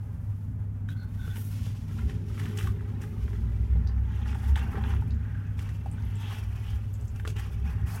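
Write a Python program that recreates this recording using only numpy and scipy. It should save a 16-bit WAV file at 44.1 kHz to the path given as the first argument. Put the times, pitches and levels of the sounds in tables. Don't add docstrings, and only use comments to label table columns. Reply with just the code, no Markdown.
import sys
import numpy as np
from scipy import signal
from scipy.fft import rfft, irfft
from scipy.io import wavfile
from scipy.ndimage import uniform_filter1d

SR = 44100
rng = np.random.default_rng(int(sys.argv[2]) if len(sys.argv) > 2 else 0)


def transcribe(signal):
    frames = np.atleast_2d(signal).T
    limited = np.clip(frames, -1, 1)
    pcm = np.round(limited * 32767).astype(np.int16)
    wavfile.write(sys.argv[1], SR, pcm)


N = 352800
TIME = np.arange(N) / SR

# start_s, rise_s, hold_s, fade_s, crumbs_db, dust_db, fineness_db
SPILLS = [(0.0, 0.011, 0.43, 0.096, -86, -75.5, 0), (1.04, 0.28, 0.048, 0.15, -56, -61.5, -2),
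          (1.338, 0.039, 0.034, 0.13, -70.5, -58.5, 11), (1.454, 0.13, 0.09, 0.14, -60, -60, -11),
          (1.846, 0.076, 0.1, 0.12, -54.5, -65, -6.5), (2.067, 0.022, 0.009, 0.089, -49.5, -64, -14),
          (2.252, 0.038, 0.13, .05, -55.5, -64.5, -8), (2.348, 0.053, 0.056, 0.14, -46.5, -61, -6),
          (2.544, 0.029, 0.061, 0.051, -49, -57.5, -1), (2.61, 0.033, 0.037, 0.03, -53, -62, -2),
          (2.68, 0.093, 1.03, 0.068, -56.5, -75, -6), (3, 0.013, 0.017, 0.11, -71, -63.5, -2),
          (3.14, 0.1, 0.032, 0.27, -65, -68.5, -9)]
# frequency_hz, level_db
POUR_COLOUR = [(300, -24), (600, -16), (830, 6), (1100, 0.5), (1500, 6), (2600, -2.5), (3600, -5.5),
               (5000, -16), (9000, -25)]
# frequency_hz, level_db
DUST_COLOUR = [(1800, -3), (3000, 2), (4200, -4.5), (5500, -1), (8000, -5), (12000, -0.5), (16000, -6)]


def pour():
    shapes = [burst(*row[:4]) for row in SPILLS]
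    crumb_db, dust_db, fineness_db = np.transpose(SPILLS)[4:]
    spurts = undb(1.1 * walk(60))
    swarm = bubble_swarm(low_hz=693, high_hz=3690, cycles=66, spread_db=2.0, count=3000)
    pellets = bubble_swarm(low_hz=1800, high_hz=6500, cycles=45, spread_db=1, count=3000)
    crumbs = colour(.5 * (swarm + pellets) + clicks(rate=4500, spread_db=5.5), POUR_COLOUR)
    crumbs = wall_echo(crumbs, lag_s=0.0028, sway_s=0.0002, share=.55)
    sand = clicks(rate=1200, spread_db=1.5)
    dust = colour(clicks(rate=15000, spread_db=1.0) + .5 * sand, DUST_COLOUR)
    dust = wall_echo(dust, lag_s=0.0023, sway_s=0.0003, share=.22)
    dust = fine_grains(dust, shapes, dust_db, fineness_db, corner_hz=8100) * undb(walk(80))
    return spurts * (undb(-4.5) * overlap(shapes, crumb_db) * crumbs + undb(2.5) * dust)


# start_s, level_db, treble_db, t60_s (time to fall 60 dB), centre_hz, width_hz
LUMPS = [(.888, -35, -11, 0.032, 1520, 300), (1.358, -33.5, -2, 0.024, 2600, 3000),
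         (1.368, -36, -1.5, 0.03, 2710, 3020), (1.591, -40, -20, .025, 1350, 300),
         (1.618, -49, -18, .025, 1800, 900), (1.664, -40, -19, .03, 900, 300),
         (1.986, -37.5, -15, 0.086, 1800, 2000), (2.096, -36.5, -16, 0.039, 2640, 2200),
         (2.106, -41, -18, 0.032, 1500, 900), (2.345, -45, -18, 0.11, 1700, 1500),
         (2.378, -32, -20, 0.024, 1590, 700), (2.396, -31, -4, 0.035, 1900, 800),
         (2.414, -40, -16, .04, 1700, 1200), (2.437, -35, -11, 0.044, 1500, 1500),
         (2.456, -32, -5, 0.026, 2400, 1500), (2.464, -27, -16, 0.015, 1420, 500),
         (2.573, -29.5, 3, 0.031, 2300, 3000), (2.586, -25, -7, 0.065, 2880, 1600),
         (2.610, -26.5, -9, 0.029, 1490, 1100), (2.626, -36, -2, .05, 2400, 2500),
         (2.642, -35, -12, .04, 1700, 1500), (2.672, -27.5, -7, 0.021, 1300, 600),
         (2.69, -42, -20, .08, 1500, 1200), (2.808, -40, -26, 0.018, 1400, 700),
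         (3.014, -37, -5, 0.094, 1780, 900), (3.038, -33, -20, 0.024, 1450, 700),
         (3.279, -34, -22, .028, 1400, 1100), (3.33, -40, -19, 0.076, 1620, 1200)]
# frequency_hz, level_db
CRUNCH_COLOUR = [(450, -2), (800, -32), (1100, 21.5), (1500, 18), (2000, 18), (2700, 13), (3700, 12.5),
                 (5000, -4), (9000, -24)]


def dry_lumps():
    return crunches(LUMPS, CRUNCH_COLOUR, db=-11.0, treble_db=-8.5, crack=6)


# start_s, level_db, treble_db, t60_s (time to fall 60 dB), centre_hz, width_hz
SQUELCHES = [(4.258, -37, -16, 0.036, 1450, 400), (4.289, -45, -14, .04, 2830, 900),
             (4.328, -42, -16, .05, 1500, 1200), (4.346, -37, -8, 0.046, 1400, 1200),
             (4.5575, -30, -8, 0.053, 2900, 3000), (4.573, -35, -8, 0.074, 2000, 2500),
             (4.592, -38, -5, .04, 2900, 1200), (4.730, -34.5, -30, 0.031, 1100, 1000),
             (4.755, -34, -28, 0.055, 1440, 700), (4.773, -33.5, -29, 0.05, 1200, 1300),
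             (4.839, -30, -21, 0.019, 1900, 2400), (4.935, -34.5, -24, .04, 1000, 600),
             (4.962, -44, -16, .05, 2740, 800), (5.591, -40.5, -1.5, 0.038, 2460, 1800),
             (5.690, -41, -4, 0.039, 2000, 2000), (7.159, -45.5, 1, 0.034, 1300, 2000),
             (7.198, -36.5, -13, 0.027, 2150, 1800), (7.251, -29, -16, 0.029, 1500, 600),
             (7.274, -34.5, -4, 0.022, 1090, 800), (7.276, -33, 5, 0.019, 4160, 1000),
             (7.301, -43.5, 4, .04, 2300, 600), (7.364, -38.5, -5, 0.046, 2520, 1200),
             (7.383, -40, -6, 0.058, 2200, 2200), (7.394, -39.5, -3, 0.051, 1480, 1500),
             (7.869, -58, -3, 0.13, 2020, 3000)]
# frequency_hz, level_db
SQUELCH_COLOUR = [(400, -7), (620, 3.5), (820, 21), (1050, 13.5), (1400, 16), (1900, 15), (2700, 7),
                  (3500, 10), (4300, 0), (8000, -30)]


def wet_lumps():
    return crunches(SQUELCHES, SQUELCH_COLOUR, db=-5, treble_db=-5, crack=6)


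# frequency_hz, level_db
SPLINTER_COLOUR = [(2800, 18), (4000, -1), (5500, 10.5), (8000, 10), (11000, 3), (16000, -2)]
SPLINTER_RISE_S, CRUNCH_GRAINS_PER_S = .0013, 2900


def crunches(table, body_colour, db, treble_db, crack):
    body, treble = np.zeros(N), np.zeros(N)
    t = np.arange(SR // 4) / SR
    material = colour(signal.unit_impulse(N), body_colour)[:SR // 40]
    density = CRUNCH_GRAINS_PER_S / SR
    for s, start_db, bright_db, t60, hz, width_hz in table:
        coarse, fine = rng.standard_normal((2, len(t))) * np.exp(-np.log(1000) * t / t60)
        coarse *= (rng.random(len(t)) < density) / np.sqrt(density)
        coarse[0] += crack
        ring = band(material, hz, width_hz)
        ring = ring / np.linalg.norm(ring)
        add(body, s, undb(start_db + db) * signal.fftconvolve(coarse, ring))
        splinters = fine * (1 - np.exp(-t / SPLINTER_RISE_S))
        add(treble, s, undb(start_db + bright_db + treble_db) * splinters)
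    return body + colour(treble, SPLINTER_COLOUR)


# start_s, rise_s, hold_s, fade_s, body_db, rasp_db, squeak_db
RUBS = [(0.882, 0.008, .035, 0.014, -57, -58, -68), (0.94, 0.025, 0.08, 0.016, -57.5, -66.5, -70),
        (1.07, .02, .02, .02, -76, -72, -75), (1.165, 0.045, .075, .03, -53.5, -66, -77),
        (1.302, 0.013, 0.045, 0.024, -56.5, -70, -78)]
# time_s, body_hz, rasp_hz
SCRAPE_PITCH = [(.89, 1510, 3160), (0.931, 1500, 3360), (.98, 1510, 3600), (1.03, 1466, 3550),
                (1.1, 1510, 3700), (1.19, 1516, 3580), (1.25, 1479, 3510), (1.33, 1526, 3500)]
# multiple of the rasp pitch, width_hz, level_db
RASP_MODES = [(.6, 240, -1.5), (.79, 190, -6), (1, 250, 6)]
SCOOP_HZ, SCOOP_WIDTH_HZ = 1520, 80
RASP_HZ = 3450
SQUEAK_RATIO, SQUEAK_WIDTH_HZ = 1.19, 250


def scoop():
    shapes = [burst(*row[:4]) for row in RUBS]
    body_db, rasp_db, squeak_db = np.transpose(RUBS)[4:]
    s, body_hz, rasp_hz = np.transpose(SCRAPE_PITCH)
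    rub = clicks(rate=1600, spread_db=-1.5)
    body = unit(band(band(rub, SCOOP_HZ, SCOOP_WIDTH_HZ), SCOOP_HZ, 2 * SCOOP_WIDTH_HZ))
    body = shift_pitch(body, np.interp(TIME, s, body_hz) / SCOOP_HZ)
    grip = np.interp(TIME, s, rasp_hz) / RASP_HZ

    def catching(hz, width_hz):
        return shift_pitch(undb(5 * walk(40)) * band(band(rub, hz, width_hz), hz, width_hz), grip)

    rasp = unit(sum(undb(db) * catching(ratio * RASP_HZ, width_hz) for ratio, width_hz, db in RASP_MODES))
    squeak = unit(catching(SQUEAK_RATIO * RASP_HZ, SQUEAK_WIDTH_HZ))
    loose_grains = colour(clicks(rate=4900, spread_db=5.0), DUST_COLOUR)
    rasp = rasp + undb(-5) * loose_grains
    scrape = overlap(shapes, body_db) * body + overlap(shapes, rasp_db) * rasp
    return scrape + overlap(shapes, squeak_db) * squeak


# frequency_hz, level_db
CHURN_COLOUR = [(300, -16.5), (430, -1), (620, -13.5), (810, 4.5), (1050, -3.5), (1350, -4.5), (1850, -1.5),
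                (2300, -14), (3500, -37)]
# frequency_hz, level_db
FIZZ_COLOUR = [(1300, 2), (2100, -9.5), (2650, -4), (3300, -7.5), (4200, -20), (6000, -11)]
# frequency_hz, level_db
SPRAY_COLOUR = [(3000, -4.5), (4300, -2.5), (5300, -0.5), (7500, -3), (10000, -5), (12000, -5),
                (16000, -11)]


def stir():
    shapes, churn_db, fizz_db, grit_db, fineness_db = strokes()
    surge = undb(1.2 * walk(55))
    large = bubble_swarm(low_hz=636, high_hz=2440, cycles=22, spread_db=-1.0, count=3200)
    small = bubble_swarm(low_hz=1885, high_hz=4325, cycles=75, spread_db=-7.0, count=3500)
    tiny = bubble_swarm(low_hz=4050, high_hz=13060, cycles=140, spread_db=1.0, count=3000)
    blips = bubble_swarm(low_hz=1000, high_hz=2600, cycles=16, spread_db=3, count=450)
    churn = colour(large + 1.7 * blips + 11.6 * clicks(rate=1800, spread_db=1.5), CHURN_COLOUR)
    cavity = 1 + .035 * walk(9)
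    churn = wall_echo(shift_pitch(churn, cavity), lag_s=0.00465, sway_s=0.00031, share=0.42)
    pips = bubble_swarm(low_hz=1900, high_hz=5200, cycles=50, spread_db=1.5, count=1500)
    fizz = colour(small + pips + 2.4 * clicks(rate=2500, spread_db=-0.5), FIZZ_COLOUR)
    fizz = wall_echo(shift_pitch(fizz, cavity), lag_s=0.0035, sway_s=0.0001, share=0.6)
    grit = unit(colour(0.37 * tiny + clicks(rate=10000, spread_db=2.0), SPRAY_COLOUR))
    grit = fine_grains(grit, shapes, np.array(grit_db), np.array(fineness_db), corner_hz=9600)
    grit = grit * undb(2.54 * walk(75))
    bubbling = overlap(shapes, churn_db) * churn + undb(-3.0) * overlap(shapes, fizz_db) * fizz
    return surge * (bubbling + undb(0.5) * grit)


# time_s, half_length_s, churn_db, fizz_db, grit_db
SWEEPS = [(3.93, 0.19, -58.5, -64, -81), (4.195, 0.12, -54.5, -55, -71.5),
          (4.46, 0.11, -51.5, -53.5, -61.5), (4.774, 0.074, -48, -55.5, -65),
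          (4.895, 0.075, -50.5, -52.5, -77), (5.29, 0.053, -59, -67, -92), (6.066, 0.17, -59.5, -59.5, -71),
          (6.309, 0.13, -50.5, -48, -57.5), (6.646, 0.18, -58, -54.5, -64.5), (7.025, 0.3, -80, -82, -70.5),
          (7.776, 0.12, -56.5, -66, -72)]
# start_s, hold_s, fade_s, churn_db, fizz_db, grit_db, fineness_db (of the grit)
GUSHES = [(4.25, 0.057, 0.011, -49, -48.5, -62.5, -4), (4.56, 0.017, 0.12, -47, -49.5, -61, 9),
          (4.829, 0.014, 0.12, -48, -52, -61.5, 9), (5.562, 0.07, 0.13, -57.5, -54, -63.5, 3.5),
          (7.13, 0.055, 0.059, -74, -64, -67, 12), (7.254, 0.027, 0.015, -66, -59, -56, -3),
          (7.347, 0.035, 0.12, -55.5, -48, -61, 4), (7.5, 0.0088, 0.011, -74, -55.5, -60.5, 7),
          (7.63, 0.048, 0.043, -54.5, -53, -68, 10), (7.853, 0.13, 0.31, -49.5, -52, -54.5, 8)]
SWEEP_FINENESS_DB, GUSH_RISE_S = 6, 0.024
SIMMER_START_S, SIMMER_RISE_S = 3.79, 0.37
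SIMMER_CHURN_DB, SIMMER_FIZZ_DB, SIMMER_GRIT_DB = -71.5, -64.5, -77


def strokes():
    sweeps = [(swell(s, half_s), *levels, SWEEP_FINENESS_DB) for s, half_s, *levels in SWEEPS]
    gushes = [(burst(s, GUSH_RISE_S, hold_s, fade_s), *levels) for s, hold_s, fade_s, *levels in GUSHES]
    simmer_shape = np.clip((TIME - SIMMER_START_S) / SIMMER_RISE_S, 0, 1)
    simmer = (simmer_shape, SIMMER_CHURN_DB, SIMMER_FIZZ_DB, SIMMER_GRIT_DB, SWEEP_FINENESS_DB)
    return zip(*sweeps, *gushes, simmer)


# time_s, half_length_s, level_db, resonance_hz
SWISHES = [(5.328, 0.24, -57.5, 1570), (6.287, 0.11, -54, 3200), (6.693, 0.048, -55, 3080),
           (7.79, 0.098, -61, 1610)]


def swishes(width_hz):
    return resonant_swells(SWISHES, clicks(rate=2500, spread_db=-5), width_hz)


# start_s, level_db, pitch_hz (at the start), t60_s (time to fall 60 dB)
PLOPS = [(1.278, -34.5, 1380, 0.025), (1.361, -41, 910, 0.05), (4.207, -42, 786, .03),
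         (4.354, -32.5, 830, 0.043), (4.564, -27.5, 863, 0.049), (4.622, -38, 780, 0.094),
         (4.733, -36, 1315, 0.09), (4.754, -37, 1130, .04), (4.777, -31.5, 790, 0.089),
         (4.84, -37, 910, .035), (4.949, -44, 746, 0.033), (5.023, -36, 1380, 0.015),
         (5.022, -32.5, 865, 0.04), (5.353, -42, 1550, 0.04), (5.86, -26, 784, 0.031),
         (5.981, -37.5, 1480, 0.024), (7.251, -39, 980, 0.021), (7.276, -33, 710, .02),
         (7.276, -34, 1350, .02)]


def plops(db, pitch_rise, slap):
    out = np.zeros(N)
    for s, level_db, hz, t60 in PLOPS:
        ring = bubble(hz, t60, pitch_rise)
        tear = unit(band(rng.standard_normal(SR // 4), hz, hz))[:len(ring)]
        tear = tear * np.exp(-np.log(1000) * np.linspace(0, 1, len(ring)))
        add(out, s, undb(level_db + db) * (ring + slap * tear))
    return out


# start_s, level_db (peak of the snap), pitch_hz
TICKS = [(3.8735, -40.5, 4700), (5.107, -46, 4400), (5.1452, -57.5, 6300), (5.4673, -61, 6030),
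         (5.914, -46, 8670), (6.0227, -53, 4560), (6.0516, -55, 11300), (6.0866, -52, 11600),
         (6.155, -47, 7840), (6.932, -51, 12900), (6.94, -47, 7070), (7.011, -48, 7250),
         (7.0798, -51, 7100)]


def ticks(width_hz, decay_s):
    out, t = np.zeros(N), np.arange(SR // 30) / SR
    for s, peak_db, hz in TICKS:
        puff = rng.standard_normal(len(t)) * np.exp(-t / decay_s)
        snap = band(band(puff, hz, width_hz), hz, width_hz)
        add(out, s, undb(peak_db) * snap / np.abs(snap).max())
        add(out, s, undb(peak_db - 8.0) * bubble(hz, t60=0.017, pitch_rise=0.068))
    return out


# time_s, half_length_s, level_db, pitch_hz
RIM_RUBS = [(2.963, 0.13, -60, 819)]


def rim_rubs(width_hz):
    return resonant_swells(RIM_RUBS, clicks(rate=3200, spread_db=-8.0), width_hz)


# start_s, level_db (relative)
KNOCKS = [(1.279, -53.5), (1.38, -55), (1.666, -57), (3.757, -51), (4.746, -48), (4.773, -47), (7.252, -50),
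          (7.275, -47), (7.364, -58), (7.388, -59)]
# pitch_hz, level_db (relative), t60_s (time to fall 60 dB)
BUCKET_MODES = [(427, 8, 0.33), (370, 21.5, 0.0086), (480, -5.5, 0.063), (315, -6.5, 0.11), (806, 0, 0.13)]


def knocks(db):
    out, t = np.zeros(N), np.arange(SR // 4) / SR
    ring = np.zeros(len(t))
    for hz, mode_db, t60 in BUCKET_MODES:
        ring += undb(mode_db) * np.sin(2 * np.pi * hz * t) * np.exp(-np.log(1000) * t / t60)
    for s, level_db in KNOCKS:
        add(out, s, undb(level_db + db) * ring)
    return out


# time_s, firing_hz, level_db (before the room's boost)
ENGINE = [(3.05, 55, -48), (3.351, 57.4, -32.5), (3.92, 62.7, -29), (4.1, 65, -34.5), (4.52, 69.3, -28),
          (4.75, 70.82, -32.5), (5.0, 70.46, -29.5), (5.7, 72.1, -45.5)]
# pitch_hz, width_hz, boost_db
ROOM_MODES = [(62.3, 2.8, 2), (69.2, 0.91, 7.5)]


def engine():
    s, hz, db = np.transpose(ENGINE)
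    firing_hz = np.interp(TIME, s, hz)
    boost_db = np.zeros(N)
    for mode_hz, width_hz, mode_db in ROOM_MODES:
        boost_db += mode_db * np.exp(-((firing_hz - mode_hz) / width_hz * np.sqrt(2)) ** 2)
    firing = 2 * np.pi * np.cumsum(firing_hz) / SR
    tone = unit(np.sin(firing) + undb(-35) * np.sin(3 * firing))
    return gains(np.c_[s, db])[0] * undb(boost_db) * tone


# time_s, half_length_s, level_db
SWELLS = [(1.66, .07, -35), (1.846, 0.07, -42), (2.06, 0.11, -29), (2.324, 0.055, -32.5),
          (2.683, 0.086, -30.5), (3.278, 0.28, -36.5), (3.798, 0.2, -28.5), (4.736, 0.85, -32),
          (5.593, 0.12, -37), (6.066, 0.059, -31.5), (6.44, 0.12, -36), (6.74, 0.078, -34),
          (7.256, 0.32, -36.5), (7.666, 0.12, -28), (7.84, 0.058, -29.5)]
# frequency_hz, level_db
SWELL_COLOUR = [(28, -17.5), (42, -10), (50, -10.5), (60, 3), (70, 4.5), (85, -4.5), (120, -11), (140, -41)]
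# frequency_hz, level_db
RUMBLE_COLOUR = [(20, -37.5), (32, -15), (42, -3), (50, -12), (60, -2), (70, 2), (85, -3.5), (105, -2.5),
                 (120, 2), (138, -39), (200, -48.5)]
# time_s, half_length_s, level_db, pitch_hz
DRONES = [(3.7, 0.19, -40.5, 161), (5.6, 0.37, -47, 163), (7.75, 0.35, -42.5, 159.8)]
# time_s, level_db (relative)
BOOM = [(0, -48), (1.0, -43.5), (1.8, -44.5), (2.1, -40.5), (2.6, -40.5), (3.1, -43), (3.7, -42.5),
        (4.9, -40.5), (6.7, -49), (7.3, -47.5), (7.7, -44.5), (8, -44.5)]
# frequency_hz, level_db
BOOM_COLOUR = [(110, -6.5), (140, -1.5), (163, 3), (188, -9), (208, -0.5), (232, -0.5), (258, -8.5),
               (275, -9.5), (305, -19), (400, -38.5)]
# time_s, level_db (before it wavers)
HOLLOW = [(0, -65), (1.8, -66.5), (2.1, -52.5), (2.68, -50), (2.9, -55), (3.45, -53.5), (4.1, -60),
          (4.75, -52), (5.3, -62), (6.9, -61.5), (7.7, -58.5), (8, -60.5)]
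# frequency_hz, level_db
HOLLOW_COLOUR = [(280, -15), (325, -4), (365, 2.5), (392, -0.5), (425, 4.5), (470, -17), (560, -12),
                 (700, -39)]
# frequency_hz, level_db
AIR_COLOUR = [(350, -5.5), (500, 7.5), (660, 1), (820, 4.5), (1050, 0.5), (1500, -1.5), (2200, -8.5),
              (3200, -16), (4300, -23), (6000, -21), (9000, -22.5), (12000, -20.5), (16000, -23.5)]
RUMBLE_DB = -37.5
AIR_DB, HUM_DB, HUM_HZ = -61.5, -34.3, 100.24


def background():
    shapes = [swell(*row[:2]) for row in SWELLS]
    swell_db = np.transpose(SWELLS)[2]
    rumble = undb(RUMBLE_DB) * colour(rng.standard_normal(N), RUMBLE_COLOUR)
    rumble += overlap(shapes, swell_db) * colour(rng.standard_normal(N), SWELL_COLOUR)
    drone = resonant_swells(DRONES, rng.standard_normal(N), width_hz=20)
    boom = undb(0.6 + 1.3 * walk(8.6)) * colour(rng.standard_normal(N), BOOM_COLOUR) * gains(BOOM)[0]
    hollow = undb(walk(4.8)) * colour(rng.standard_normal(N), HOLLOW_COLOUR) * gains(HOLLOW)[0]
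    flutter = undb(.7 * walk(4) + 1.1 * walk(45))
    air = wall_echo(colour(rng.standard_normal(N), AIR_COLOUR), lag_s=.005, sway_s=0.00031, share=0.35)
    air = undb(AIR_DB) * flutter * air
    waver_db = 1.7 * walk(7)
    hum = undb(HUM_DB + waver_db) * unit(np.sin(2 * np.pi * HUM_HZ * TIME + 0.15 * walk(2.2)))
    return rumble + drone + boom + hollow + air + hum + engine()


def room(x, echo_s, echo_db, tail_db, t60):
    t = np.arange(SR // 2) / SR
    tail = rng.standard_normal(len(t)) * np.exp(-np.log(1000) * t / t60) * (t > echo_s / 2)
    response = undb(tail_db) * tail / np.linalg.norm(tail)
    response[0] += 1
    response[int(echo_s * SR)] += undb(echo_db)
    return signal.fftconvolve(x, response)[:N]


def wall_echo(x, lag_s, sway_s, share):
    lag = lag_s + sway_s * uniform_filter1d(walk(7), SR // 20)
    return unit(x + share * np.interp(TIME - lag, TIME, x))


def bubble(hz, t60, pitch_rise):
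    t = np.arange(int(t60 * SR) + 2) / SR
    ring = np.sin(2 * np.pi * hz * t * (1 + pitch_rise * t / t60))
    onset = (1 - np.exp(-2 * hz * t)) ** 2
    return ring * np.exp(-np.log(1000) * t / t60) * onset


def bubble_swarm(low_hz, high_hz, cycles, spread_db, count):
    out = np.zeros(N)
    for when, size, damping, strength in rng.random((count, 4)):
        hz = low_hz * (high_hz / low_hz) ** size
        gain = undb(-spread_db * np.log(strength + 0.098))
        add(out, when * N / SR, gain * bubble(hz, cycles * (.5 + damping) / hz, pitch_rise=0.166))
    return unit(out)


def fine_grains(x, shapes, levels_db, fineness_db, corner_hz):
    top = signal.sosfiltfilt(signal.butter(2, corner_hz, "high", fs=SR, output="sos"), x)
    lower = x - top
    bright = top * overlap(shapes, levels_db + fineness_db / 2)
    return bright + lower * overlap(shapes, levels_db - fineness_db / 2)


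def resonant_swells(table, drive, width_hz):
    out = np.zeros(N)
    for s, half_s, db, hz in table:
        out += undb(db) * swell(s, half_s) * unit(band(band(drive, hz, width_hz), hz, width_hz))
    return out


def burst(start_s, rise_s, hold_s, fade_s):
    t = TIME - start_s
    return np.clip(t / rise_s, 0, 1) * np.exp(-np.maximum(t - rise_s - hold_s, 0) / fade_s)


def swell(s, half_s):
    return np.exp(-np.minimum(((TIME - s) / half_s) ** 2, 20))


def overlap(shapes, levels_db):
    return np.sqrt(sum((undb(db) * shape) ** 2 for shape, db in zip(shapes, levels_db)))


def undb(db):
    return 10 ** (np.asarray(db) / 20)


def unit(x):
    return x / np.sqrt(np.mean(x ** 2))


def gains(table):
    s, *columns = np.transpose(table)
    fades = np.interp(TIME, [s[0] - .2, s[0], s[-1], s[-1] + .1], [0, 1, 1, 0])
    return [undb(np.interp(TIME, s, column)) * fades for column in columns]


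def colour(x, points):
    hz, db = np.transpose(points)
    log_hz = np.log(np.r_[hz[0] / 2, hz, hz[-1] * 2])
    all_db = np.r_[db[0] - 30, db, db[-1] - 40]
    bins_hz = np.arange(N // 2 + 1) * SR / N
    gain = unit(undb(np.interp(np.log(bins_hz + 1), log_hz, all_db)))
    cepstrum = irfft(np.log(gain), N) * np.r_[1, np.full(N // 2 - 1, 2), np.zeros(N // 2)]
    return irfft(rfft(x) * np.exp(rfft(cepstrum)), N)


def band(x, hz, width_hz):
    return signal.lfilter(*signal.iirpeak(hz, hz / width_hz, fs=SR), x)


def walk(rate):
    return np.interp(TIME * rate, np.arange(4096), rng.standard_normal(4096)) * 1.2


def clicks(rate, spread_db):
    size = undb(spread_db * np.minimum(rng.exponential(size=N), 4.5))
    return unit((rng.random(N) < rate / SR) * size * rng.choice([-1, 1], N))


def shift_pitch(x, ratio):
    return np.interp(np.cumsum(ratio) % N, np.arange(N), x)


def add(out, s, x):
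    i = int(s * SR)
    out[i:i + len(x)] += x[:N - i]


CEILING_ECHO_S = .013


def scene():
    slurry = stir() + swishes(width_hz=710) + wet_lumps() + plops(db=-2.5, pitch_rise=0.052, slap=0.069)
    bucket = scoop() + rim_rubs(width_hz=30) + pour() + dry_lumps() + slurry + knocks(db=-3.5)
    bucket = room(bucket, echo_s=CEILING_ECHO_S, echo_db=-18.5, tail_db=-11, t60=0.23)
    chirps = ticks(width_hz=2200, decay_s=0.0035)
    chirps = room(chirps, echo_s=CEILING_ECHO_S, echo_db=-9.5, tail_db=-3.5, t60=0.15)
    return (bucket + chirps + background())[None]


TOP_HZ = 15850


def record(dry):
    return signal.sosfilt(signal.ellip(10, .2, 80, TOP_HZ, fs=SR, output="sos"), dry)


dry = scene()
out = record(dry)
transcribe(out)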